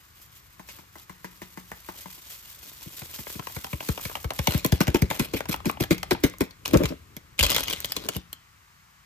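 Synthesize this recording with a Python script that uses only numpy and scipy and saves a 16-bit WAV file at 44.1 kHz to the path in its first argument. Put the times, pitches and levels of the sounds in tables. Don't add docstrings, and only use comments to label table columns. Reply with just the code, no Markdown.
import sys
import numpy as np
from scipy import signal
from scipy.fft import rfft, irfft, next_fast_len
from scipy.io import wavfile
from scipy.ndimage import map_coordinates

SR = 44100
rng = np.random.default_rng(int(sys.argv[2]) if len(sys.argv) > 2 else 0)


def wav_record(signal):
    frames = np.transpose(np.atleast_2d(signal))
    bounded = np.clip(frames, -1, 1)
    quanta = np.round(bounded * 32767).astype(np.int16)
    wavfile.write(sys.argv[1], SR, quanta)


N = 399105
TIME = np.arange(N) / SR

# start_s, level_db
STIR_CURVE = [(0, -60.5), (1.9, -58), (2.6, -59.5), (4.3, -50.5), (4.85, -49.5), (5.3, -47), (6.1, -45.5),
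              (6.55, -58), (6.78, -34.5), (7.0, -51), (7.36, -57), (7.45, -41), (8.5, -65.5), (9.05, -66)]
# start_s, level_db
TRICKLE_CURVE = [(0, -60.5), (1.15, -62.5), (1.9, -50.5), (2.6, -51), (3.2, -44), (3.45, -49.5),
                 (4.1, -44.5), (4.3, -55), (4.47, -41)]
# peak_s, peak_db
POWDER_GUSHES = [(.2, -53.5), (.36, -58.5), (.7, -51), (.77, -54), (.99, -52), (1.35, -60), (1.98, -50.5),
                 (2.11, -52), (2.318, -47), (2.5, -53), (2.657, -47.5), (2.83, -51.5), (3.0, -46),
                 (3.16, -49.5), (3.321, -42), (3.55, -45), (3.69, -57), (3.835, -49.5), (3.911, -46),
                 (4.03, -41.5), (4.19, -55), (4.39, -47)]
# start_s, body_db, crack_db, ring_hz
TAPS_AND_KNOCKS = [(0.595, -45.5, -50, 880), (0.687, -47, -38.5, 2490), (0.786, -48.5, -50, 920),
                   (0.955, -46, -70, 900), (1.095, -42, -48, 1740), (1.244, -38, -42, 1910),
                   (1.417, -40, -42.5, 1760), (1.573, -41, -46, 945), (1.716, -35, -53, 1860),
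                   (1.887, -38, -43, 970), (2.057, -44.5, -48, 920), (2.178, -58, -50, 700),
                   (2.628, -55.5, -52, 1100), (2.715, -58.5, -63, 500)]
# start_s, body_db, crack_db, ring_hz
POPS_AND_SECOND_SLAPS = [(3.268, -35, -51, 1650), (3.395, -35.5, -36, 1290), (3.47, -34, -32, 824),
                         (3.644, -33, -29, 795), (3.805, -34, -36, 810), (3.976, -31, -34, 816),
                         (4.096, -35.5, -49, 1060), (4.153, -28, -29.5, 700), (4.305, -28.5, -26.5, 740),
                         (4.813, -25, -18, 740), (4.87, -31, -27, 800), (4.957, -23.5, -31, 800),
                         (5.111, -27, -27, 805), (5.405, -27.5, -31, 1480), (5.455, -37.5, -38, 1600),
                         (5.541, -26.5, -33, 780), (5.602, -42, -47, 1200), (5.646, -38, -54, 1810),
                         (5.696, -26, -47, 1100), (5.771, -40, -61, 860), (5.837, -28.5, -28, 790),
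                         (6.03, -28.5, -25, 790), (6.148, -31, -48, 780), (6.337, -44.5, -55, 1100),
                         (6.657, -31.5, -21, 1240), (6.741, -25, -22.5, 2280), (6.786, -43, -49, 1050),
                         (6.81, -39, -48, 1300)]
# start_s, delay_s
REBOUND_DELAY = [(3.27, .031), (4.3, .013)]
# start_s, flex_db, swell_s, first_pitch_hz, glide_s, flex_delay_s, slap_db, crack_db
WALL_SHAKES = [(2.858, -40.5, 0.011, 617, 0.008, 0, -54, -57),
               (3.017, -37, 0.0057, 306, 0.0085, 0.0018, -43.5, -57),
               (3.187, -35, 0.009, 438, 0.0083, 0, -38.5, -62),
               (3.352, -34, 0.0067, 480, 0.0067, 0.0017, -45, -56),
               (3.392, -33, 0.006, 300, 0.0099, 0, -38, -50),
               (3.563, -29, 0.0065, 308, 0.0058, 0.0025, -32.5, -36),
               (3.73, -25, 0.0081, 363, 0.007, 0.0011, -31.5, -55),
               (3.887, -19, 0.0099, 510, 0.0067, 0.0017, -28.5, -28.5),
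               (4.052, -29, 0.007, 297, 0.0083, 0.0017, -34, -30.5),
               (4.243, -24.5, 0.011, 298, 0.007, 0.0047, -32.5, -35.5),
               (4.39, -20, 0.0088, 287, 0.0085, 0.0018, -27.5, -25.5),
               (4.472, -17.5, 0.0086, 540, 0.0069, 0.006, -20.5, -16.5),
               (4.544, -15, 0.0082, 426, 0.0073, 0.0023, -34.5, -30),
               (4.647, -15, 0.0058, 540, 0.0078, .002, -21.5, -18),
               (4.722, -10.5, 0.0068, 341, 0.0064, 0.0019, -28.5, -20),
               (4.805, -11, 0.0041, 437, 0.0066, 0.0015, -20, -23),
               (4.878, -14, 0.0072, 368, 0.0059, 0.00098, -25.5, -27.5),
               (4.945, -8, 0.0032, 435, 0.012, 0.0009, -22.5, -23.5),
               (5.02, -11, 0.0081, 400, 0.0065, 0.000018, -30, -23),
               (5.102, -26.5, 0.0044, 460, 0.0063, 0.0024, -28.5, -28),
               (5.195, -16.5, 0.0074, 400, 0.012, 0, -28.5, -19),
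               (5.336, -18.5, 0.0046, 466, 0.015, 0.00013, -33, -29),
               (5.487, -21.5, 0.0055, 384, 0.0094, 0.0031, -46, -32),
               (5.656, -17.5, 0.0096, 398, 0.016, 0, -30.5, -27.5),
               (5.801, -16.5, 0.0063, 490, 0.014, 0.0032, -35, -33.5),
               (5.908, -9, 0.004, 420, 0.017, 0, -22.5, -23),
               (6.109, -13, 0.0048, 442, 0.023, 0.0048, -20.5, -23),
               (6.237, -8.5, 0.0054, 463, 0.014, 0.00011, -21.5, -19.5),
               (6.407, -11, 0.0041, 450, 0.014, 0.0009, -25.5, -24.5),
               (6.734, -19, 0.0038, 434, 0.015, 0.00074, -33, -26),
               (6.751, -12, 0.0083, 427, 0.0066, 0, -35.5, -38),
               (6.835, -20.5, 0.01, 457, 0.0086, 0, -34, -30),
               (7.166, -33.5, 0.0049, 430, 0.0084, 0, -44, -40.5),
               (7.402, -21.5, 0.016, 150, 0.01, 0, -38, -37.5),
               (7.442, -25, 0.013, 149, 0.0078, 0, -31, -33.5),
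               (7.843, -35, 0.0056, 445, 0.0054, 0, -54, -50),
               (7.966, -31, 0.0041, 404, 0.0074, 0.0038, -32.5, -38),
               (8.088, -44, 0.0096, 497, 0.0078, 0, -31.5, -42),
               (8.158, -26.5, 0.01, 390, 0.008, 0, -39, -37)]
# start_s, level_db (against the flex)
HOLLOW_LEVEL = [(2.8, -4.5), (4.3, -19.5), (5.05, -11.5), (5.3, -3), (6.4, -9), (6.8, -9.5), (7.3, -23.5),
                (8.2, -6.5)]
# start_s, level_db, slide_length_s
LOOSE_POWDER = [(4.47, -31, 0.074), (4.55, -40, 0.047), (4.65, -38.5, 0.036), (4.8, -35, 0.029),
                (4.88, -41, 0.018), (4.95, -35, 0.029), (5.02, -48, 0.015), (5.1, -37.5, 0.069),
                (5.2, -34.5, 0.055), (5.34, -34, 0.041), (5.49, -31.5, 0.049), (5.9, -33, 0.022),
                (6.11, -37, 0.017), (6.24, -29.5, 0.021), (6.41, -42, 0.03), (6.85, -46, 0.05)]
# start_s, level_db
FOIL_FLICKS = [(4.231, -41), (4.336, -36), (4.579, -28), (4.663, -20.5), (5.563, -36.5), (5.714, -36),
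               (6.299, -36), (6.385, -40.5)]
# start_s, level_db
DRAG_CURVES = [
    [(6.68, -47), (6.729, -36.5), (6.738, -14.5), (6.758, -8.5), (6.783, -33.5), (6.812, -18.5),
     (6.85, -29), (6.89, -50.5), (6.915, -28.5), (6.96, -55)],
    [(7.95, -47), (8.035, -49), (8.055, -37), (8.12, -61)],
]
# start_s, level_db
CRUSH_CURVES = [
    [(4.42, -56), (4.5, -42), (4.62, -48.5), (5.25, -54), (5.45, -52)],
    [(6.652, -38), (6.82, -52.5), (6.9, -43), (6.94, -59)],
    [(7.38, -41), (7.44, -39), (7.55, -27), (7.6, -36.5), (7.86, -44.5), (8.15, -44), (8.22, -62)],
]
# start_s, level_db, facet_pitch_hz (middle of its drop), tick_db
CREASE_SNAPS = [(5.981, -35, 3120, -37), (6.509, -44.5, 4300, -52), (6.654, -30, 2740, -35),
                (6.679, -32, 2580, -26), (6.773, -26, 2500, -23), (6.856, -22, 2640, -42),
                (7.167, -40.5, 3200, -34), (7.392, -16, 2180, -31), (7.397, -17.5, 3070, -27.5),
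                (7.409, -16.5, 2700, -38), (7.429, -14.5, 4430, -14.5), (7.436, -14, 4600, -23.5),
                (7.444, -19.5, 3160, -32), (7.452, -22.5, 3930, -34), (7.465, -20, 2480, -22),
                (7.496, -22, 4170, -35), (7.503, -22.5, 3420, -17), (7.510, -24, 4670, -23),
                (7.518, -20.5, 2080, -26), (7.527, -25, 3130, -36.5), (7.547, -21.5, 3460, -20.5),
                (7.564, -15, 3050, -17), (7.582, -20, 3340, -31), (7.596, -25, 3400, -30),
                (7.607, -27.5, 3240, -23), (7.632, -29.5, 2920, -41), (7.637, -32, 2850, -28),
                (7.682, -24, 2930, -32), (7.700, -25, 3320, -26), (7.709, -23.5, 3300, -37),
                (7.728, -27.5, 3140, -28), (7.734, -24.5, 2980, -28), (7.804, -38.5, 4140, -28.5),
                (7.846, -22.5, 3090, -31), (7.857, -38, 6100, -28), (7.921, -26, 4900, -26),
                (7.966, -23, 3540, -20.5), (8.088, -21.5, 2940, -21), (8.149, -37, 3070, -40),
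                (8.166, -34.5, 3660, -28.5), (8.330, -35.5, 3100, -30)]

# frequency_hz, level_db (per Hz)
ROOM_TONE_COLOUR = [(25, -18), (55, -9.5), (100, -8), (170, -12), (300, -39.5), (550, -29.5), (1100, -15),
                    (2000, -17), (3500, -24), (7000, -25.5), (10000, -30.5), (13000, -32), (15000, -26.5),
                    (16000, -43)]
# frequency_hz, level_db (per Hz)
RUMBLE_COLOUR = [(20, -36), (45, 0), (70, 0.5), (120, -5.5), (200, -14.5), (400, -17), (1000, -37)]
# frequency_hz, level_db (per Hz)
POWDER_COLOUR = [(700, -8), (1200, -7.5), (2000, -1.5), (3200, 0.5), (5000, -0.5), (7000, 0.5),
                 (10000, -1.5), (12500, 2.5), (14500, 4.5), (15500, -3.5)]
# frequency_hz, level_db (per Hz)
SLIDING_COLOUR = [(500, 9.5), (900, 0), (1600, 0), (2400, 4), (4200, 0), (7000, -3.5), (10000, -4),
                  (13500, 0), (15800, -6.5)]
# frequency_hz, level_db (per Hz)
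RASP_COLOUR = [(120, -7), (230, 1.5), (380, 1.5), (480, -3.5), (590, -3.5), (720, -21), (1200, -21),
               (2500, -29), (5000, -56)]
# frequency_hz, level_db (per Hz)
TAP_COLOUR = [(100, -15.5), (180, 2), (260, -5.5), (360, 4.5), (540, -9), (720, -5.5), (950, 0),
              (1300, -10.5), (2000, -5), (2600, -18.5), (4000, -27), (8000, -20.5)]
# frequency_hz, level_db (per Hz)
POP_COLOUR = [(200, -3), (400, 1), (650, -0.5), (950, 1), (1300, -2.5), (1700, -4.5), (2300, -5.5),
              (3200, -5.5), (5000, -39)]
# frequency_hz, level_db (per Hz)
SLAP_COLOUR = [(150, -5), (350, 1), (520, 6.5), (650, -3), (850, -3.5), (1100, -6), (1500, -6.5),
               (1750, -8.5), (2250, -3.5), (2800, -10), (5000, -19.5)]
# frequency_hz, level_db (per Hz)
CRACK_COLOUR = [(1200, -6), (2300, 5), (3200, 1.5), (4300, 0), (6000, 0.5), (8000, -5.5), (10000, -6),
                (13000, -5), (15000, -20.5), (16000, 3.5)]
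# frequency_hz, level_db (per Hz)
TICK_COLOUR = [(1000, -4), (3000, -23.5), (6000, -3.5), (9000, -6), (13000, 0), (16000, 0)]
# frequency_hz, level_db (per Hz)
FOIL_COLOUR = [(200, -1), (450, -1), (900, -4), (1700, -5), (3200, -1), (4500, -3), (7000, -6),
               (10000, -10), (13000, -15), (15000, -7), (16000, -27)]

# frequency_hz, width_hz, level_db
HOLLOW_MODES = [(198, 142, 4.5), (280, 85, 2), (340.5, 84, 0.5), (462, 64, -8), (500, 123, -7.5)]
# frequency_hz, width_hz, level_db
BRIGHT_MODES = [(1520, 110, 11), (3300, 220, 7), (4120, 120, 16), (2270, 140, 8.5), (5030, 79, 6.5)]
# frequency_hz, width_hz, level_db
BOOM_MODES = [(72.8, 31, 12.5), (114, 7.2, -7), (179, 4.06, -2.5)]
# frequency_hz, t60_s
KITCHEN_T60 = [(150, 0.27), (500, 0.24), (1500, 0.39), (4000, 0.37), (9000, 0.11), (15000, 0.075)]
# frequency_hz, likeness (clipped to 0..1 in use)
PORT_LIKENESS = [(200, 1.47), (550, 0.33), (1300, 0.31), (2000, 0.83), (4500, 0.19), (8000, 0.06),
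                 (10500, 0.79), (15000, 1.3)]
# frequency_hz, lead_rad
PORT_LEAD = [(20, -0.5), (500, 1.44), (1000, 2.5), (2000, 1.5), (4000, 1.5), (7000, 0.5), (9500, 3.5),
             (11200, 1.45), (12800, 0.5), (15500, -3)]
# frequency_hz, left_minus_right_db
PORT_BALANCE = [(60, 3), (350, 3.5), (650, 4), (1100, 9.5), (2000, -1), (4800, 2.5), (9000, -1.5),
                (15000, 0.3)]

GUSH_RISE_S, GUSH_FALL_S = 0.022, 0.026
POWDER_GONE_S = 5.05
TAP_DECAY_S, POP_DECAY_S = 0.0055, 0.0029
REBOUND_DB, REBOUND_CRACK_DB = -10, -28
SLACK_HZ = 45.4
SLAP_FULL_S, SLAP_EMPTY_S = 0.0053, 0.0064
SLAP_FULL_HZ, SLAP_EMPTY_HZ = 950, 2190
SLAP_RING_SPREAD = 0.29
CLAP_S, CLAP_DB = 0.007, -4.5
RUSTLE_LEAD_S = 0.0031
FACET_SAG, FACET_SAG_S = 0.12, 0.0025
SMALL_CREASES_PER_S = 77
LOW_CUT_HZ, EDGE_HZ = 34, 16300


def amp(db):
    return 10 ** (np.asarray(db) / 20)


def evened(x):
    return x / np.sqrt(np.mean(x ** 2) + 1e-20)


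def read(points, hz):
    f, value = np.transpose(points)
    return np.interp(np.log(hz + 1), np.log(f + 1), value)


def at_time(points, s):
    return np.interp(s, *np.transpose(points))


def level(rows):
    s, db = np.transpose(rows)
    return amp(np.interp(TIME, s, db, left=-120, right=-120))


def add(mix, s, sound):
    part = mix[:, max(round(s * SR), 0):][:, :sound.shape[-1]]
    part += sound[..., :part.shape[1]]


def clock(size):
    return np.arange(size) / SR


def held(x, span):
    return x * np.sqrt(span * SR / (np.sum(x ** 2, -1, keepdims=True) + 1e-20))


def colour(x, points, lag_cycles=0, size=4096):
    hz = np.fft.rfftfreq(size, 1 / SR)
    bass_rolloff = 1 + (points[0][0] / 2 / (hz + 1)) ** 2
    gain = amp(read(points, hz)) / bass_rolloff
    log_gain = np.log(np.maximum(evened(gain), 1e-5))
    minimum_phase = np.conj(signal.hilbert(np.r_[log_gain, log_gain[-2:0:-1]]))[:len(hz)]
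    lag = 2j * np.pi * lag_cycles * np.log(1 + hz / 60)
    impulse = irfft(np.exp(minimum_phase - lag))
    return signal.oaconvolve(x, impulse[None], axes=1)[:, :N]


def grains(per_s, spread_db, smooth):
    strikes = rng.random(N) < per_s / SR
    size = amp(spread_db * np.minimum(rng.exponential(1, N), 4)) * strikes
    power = signal.lfilter([1], [1, -np.exp(-1 / 12)], size ** 2)
    envelope = np.sqrt(power / power.mean() + smooth ** 2)
    return evened(envelope * rng.standard_normal((2, N)))


def lumps(depth_db, per_s):
    knots = np.cumsum(rng.exponential(1, 20000)) / per_s
    heights = rng.uniform(-1, 1, len(knots))
    return evened(amp(depth_db * np.interp(TIME, knots, heights)))


def ringing(x, modes):
    t = clock(size=16000)
    ring = np.zeros(len(t))
    for hz, width, db in modes:
        decay = np.exp(-np.pi * width * t)
        ring += amp(db) * np.sqrt(width) * decay * np.cos(2 * np.pi * hz * t)
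    return signal.oaconvolve(x, ring[None] / np.linalg.norm(ring), axes=1)[:, :N]


def bending(x, patchy_db=2.5, patch_hz=420, patch_s=.022):
    hz, t, z = signal.stft(x, SR, nperseg=512, noverlap=384)
    at = np.meshgrid(np.minimum(hz / patch_hz, 99), np.minimum(t / patch_s, 999), indexing="ij")
    field = evened(map_coordinates(rng.uniform(-1, 1, (100, 1000)), at, order=1))
    patched = z * evened(amp(patchy_db * field))
    return signal.istft(patched, SR, nperseg=512, noverlap=384)[1][:, :N]


def blows(rows, body_colour, lag_cycles, body_db, crack_db, crack_share, swell_share, lumpy_db,
          ring_db, ring_width_hz, smack_db):
    body, crack, t = np.zeros((2, N)), np.zeros((2, N)), clock(size=3000)
    contacts = lumps(lumpy_db, per_s=670)
    smack = amp(smack_db) * held(signal.unit_impulse(len(t), round(.0006 * SR)), 0.66)
    for s, low_db, high_db, ring_hz, decay in rows:
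        body_noise, crack_noise = rng.standard_normal((2, 2, len(t)))
        rise = (1 - np.exp(-t / (swell_share * decay))) ** 2
        push = held(smack + held(body_noise * rise * np.exp(-t / decay), 1), 0.009)
        ring = signal.lfilter(*signal.iirpeak(ring_hz, ring_hz / ring_width_hz, SR), push)
        add(body, s, amp(low_db) * (push + amp(ring_db) * ring))
        rattle = contacts[round(s * SR):][:len(t)]
        burst = crack_noise * rise * rattle * np.exp(-t / (decay * crack_share))
        add(crack, s, amp(high_db) * held(burst, 0.0064))
    body = amp(body_db) * colour(body, body_colour, lag_cycles)
    return body + amp(crack_db) * colour(crack, CRACK_COLOUR)


def background(tone_db=-58, stir_db=-1):
    tone, stir = rng.standard_normal((2, 2, N))
    tone = amp(tone_db) * colour(tone, ROOM_TONE_COLOUR)
    return tone + amp(stir_db) * colour(stir * level(STIR_CURVE), RUMBLE_COLOUR)


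def kitchen(x, near_db=-11, near_decay=0.009, far_db=-17):
    t = clock(size=26000)
    near, far = rng.standard_normal((2, 2, len(t)))
    sparse = rng.random(near.shape) < .05
    near *= sparse * (t > .002) * np.exp(-t / near_decay)
    hz, age, z = signal.stft(far * (1 - np.exp(-t / 0.003)), SR, nperseg=256)
    fade = amp(-60 * age / read(KITCHEN_T60, hz)[:, None])
    far = signal.istft(z * fade, SR, nperseg=256)[1][:, :len(t)]
    echo = amp(near_db) * held(near, 1 / SR) + amp(far_db) * held(far, 1 / SR)
    return signal.fftconvolve(x, echo, axes=1)[:, :N]


def dragging(drag_db=0):
    slips = sum(level(rows) for rows in DRAG_CURVES) * grains(354, 2.8, 0.7)
    return colour(amp(drag_db) * slips, RASP_COLOUR)


def tightening(rustle_db=-13):
    rustle, t = np.zeros((2, N)), clock(size=2000)
    for s, *_, crack in WALL_SHAKES:
        add(rustle, s - t[-1], amp(crack + rustle_db) * np.exp(-t[::-1] / RUSTLE_LEAD_S))
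    return colour(rustle * grains(1103, 1.5, 0.383), FOIL_COLOUR)


def ticks(slap_db=-6, crease_db=-1, tick_s=0.00026):
    out, t = np.zeros((2, N)), clock(size=300)
    rows = FOIL_FLICKS + [(s, crack + slap_db) for s, *_, crack in WALL_SHAKES]
    rows = rows + [(s, db + crease_db) for s, *_, db in CREASE_SNAPS]
    for s, db in rows:
        burst = rng.standard_normal((2, len(t))) * np.exp(-t / tick_s)
        add(out, s, amp(db) * held(burst, 0.0054))
    return colour(out, TICK_COLOUR)


def crinkles(snap_decay=0.0022, ring_decay=0.0019, ring_db=-5.5, flutter_db=-8, snap_db=-1,
             crackle_db=-3.0, small_db=-8):
    snaps, t = np.zeros((2, N)), clock(size=2000)
    for s, db, hz, _ in CREASE_SNAPS:
        snap_noise, flutter_noise = rng.standard_normal((2, 2, len(t)))
        turns = np.cumsum(hz * (1 + FACET_SAG * (np.exp(-t / FACET_SAG_S) - .5))) / SR
        ring = np.exp(-t / ring_decay) * np.sin(2 * np.pi * (turns + rng.random((2, 1))))
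        snap = held(snap_noise * np.exp(-t / snap_decay), 0.62) + amp(ring_db) * held(ring, 0.79)
        add(snaps, s, amp(db + snap_db) * held(snap, 0.0015))
        flutter = held(flutter_noise * t * np.exp(-t / 0.0027), 0.0078)
        add(snaps, s - .002, amp(db + flutter_db) * flutter)
    crackle = amp(crackle_db) * grains(2200, 5.7, 0.3)
    crackle = crackle + amp(small_db) * grains(SMALL_CREASES_PER_S, 3.3, 0)
    return colour(snaps + sum(level(rows) for rows in CRUSH_CURVES) * crackle, FOIL_COLOUR)


def taps_and_knocks():
    rows = [(*row, TAP_DECAY_S) for row in TAPS_AND_KNOCKS]
    return blows(rows, TAP_COLOUR, lag_cycles=0.885, body_db=-1.0, crack_db=3.5, crack_share=3.3,
                 swell_share=0.047, lumpy_db=1.5, ring_db=0.5, ring_width_hz=820, smack_db=-0.5)


def pops_and_second_slaps():
    rows = [(*row, POP_DECAY_S) for row in POPS_AND_SECOND_SLAPS]
    for s, body, crack, hz in POPS_AND_SECOND_SLAPS:
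        if s < LOOSE_POWDER[0][0]:
            later = s + at_time(REBOUND_DELAY, s)
            rows.append((later, body + REBOUND_DB, crack + REBOUND_CRACK_DB, hz, POP_DECAY_S))
    return blows(rows, POP_COLOUR, lag_cycles=1.074, body_db=-2.0, crack_db=-1.5, crack_share=0.84,
                 swell_share=0.06, lumpy_db=10.0, ring_db=2, ring_width_hz=146, smack_db=-5)


def slaps():
    full, empty = (SLAP_FULL_HZ, SLAP_FULL_S), (SLAP_EMPTY_HZ, SLAP_EMPTY_S)
    rows = []
    for s, *_, body, crack in WALL_SHAKES:
        rows.append((s, body, crack, *(full if s < POWDER_GONE_S else empty)))
        if POWDER_GONE_S < s < LOOSE_POWDER[-1][0]:
            rows.append((s + CLAP_S, body + CLAP_DB, crack + CLAP_DB, *empty))
    shifts = 2 ** (SLAP_RING_SPREAD * rng.standard_normal(len(rows)))
    rows = [(*blow, hz * shift, decay) for (*blow, hz, decay), shift in zip(rows, shifts)]
    return blows(rows, SLAP_COLOUR, lag_cycles=1.389, body_db=-1.0, crack_db=-0.5, crack_share=0.42,
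                 swell_share=0.14, lumpy_db=11.5, ring_db=-3.5, ring_width_hz=600, smack_db=-4.5)


def flexes(ring_decay=0.011, whump_db=0, hollow_db=-2):
    whump, push, t = np.zeros((2, N)), np.zeros((2, N)), clock(size=6000)
    for s, db, swell, first_hz, glide, delay, *_ in WALL_SHAKES:
        turns = np.cumsum(SLACK_HZ + (first_hz - SLACK_HZ) * np.exp(-t / glide)) / SR
        shape = (t / swell * np.exp(1 - t / swell)) ** 2
        add(whump, s + delay, amp(db + whump_db) * shape * np.sin(2 * np.pi * turns))
        puff = held(rng.standard_normal(len(t)) * np.exp(-t / ring_decay), 0.015)
        add(push, s + delay + swell, amp(db + hollow_db + at_time(HOLLOW_LEVEL, s)) * puff)
    ring = np.zeros(len(t))
    for k, (hz, width, db) in enumerate(HOLLOW_MODES):
        mode = np.exp(-np.pi * width * t) * np.sin(2 * np.pi * hz * t)
        ring += (-1) ** k * amp(db) * mode
    ring = signal.sosfilt(signal.butter(2, 650, fs=SR, output="sos"), ring)
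    return whump + signal.oaconvolve(push, ring[None] / np.linalg.norm(ring), axes=1)[:, :N]


def slides(slide_db=0, die=0.014):
    rush, t = np.zeros((2, N)), clock(size=9000)
    when, db, length = np.transpose(LOOSE_POWDER)
    for s, *_ in WALL_SHAKES:
        if when[0] < s < when[-1]:
            fall = np.exp(-np.maximum(t - np.interp(s, when, length), 0) / die)
            shape = (1 - np.exp(-t / 0.0044)) * fall
            add(rush, s, amp(np.interp(s, when, db)) * shape)
    powder = rush * grains(2500, 1.4, 0.34) * lumps(8.7, per_s=290)
    return colour(amp(slide_db) * powder, SLIDING_COLOUR)


def stream(flow_db=1, coarse_db=-8):
    flow = level(TRICKLE_CURVE)
    for s, db in POWDER_GUSHES:
        age = TIME - s
        spread = np.where(age < 0, GUSH_RISE_S, GUSH_FALL_S)
        flow = flow + amp(db) * np.exp(-np.minimum((age / spread) ** 2 / 2, 20))
    crumbs = bending(colour(amp(coarse_db) * flow * grains(150, 2.0, 0), FOIL_COLOUR))
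    hiss = flow * grains(3200, 0.86, 0.62) * lumps(6.3, per_s=150)
    return crumbs + colour(amp(flow_db) * hiss, POWDER_COLOUR)


def scene():
    taps = taps_and_knocks()
    creases = crinkles() * amp(np.array([[1.2], [-1.2]]))
    foil = bending(slaps() + slides() + creases)
    foil = foil + amp(-20) * ringing(foil, BRIGHT_MODES)
    bright = foil + pops_and_second_slaps() + ticks() + tightening() + stream()
    low = flexes() + dragging()
    boom = ringing(amp(-9) * taps + amp(-28.5) * low, BOOM_MODES)
    echoes = kitchen(bright + amp(5.5) * taps + amp(-8.0) * low)
    return taps + bright + low + boom + echoes + background()


def record(dry):
    size = next_fast_len(N + 4096)
    hz, (left, other) = np.fft.rfftfreq(size, 1 / SR), rfft(dry, size)
    same = np.clip(read(PORT_LIKENESS, hz), 0, 1)
    right = same * left + 1j * np.sqrt(1 - same ** 2) * other
    right = right * np.exp(-1j * read(PORT_LEAD, hz))
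    step = amp(read(PORT_BALANCE, hz) / 2)
    ports = irfft(np.array([left * step, right / step]), size)[:, :N]
    ports = signal.sosfilt(signal.butter(2, LOW_CUT_HZ, "high", fs=SR, output="sos"), ports)
    ports = np.tanh(ports)
    band_limit = signal.firwin(255, EDGE_HZ, window=("kaiser", 9), fs=SR)
    return signal.oaconvolve(ports, band_limit[None], "same")


dry = scene()
out = record(dry)
wav_record(out)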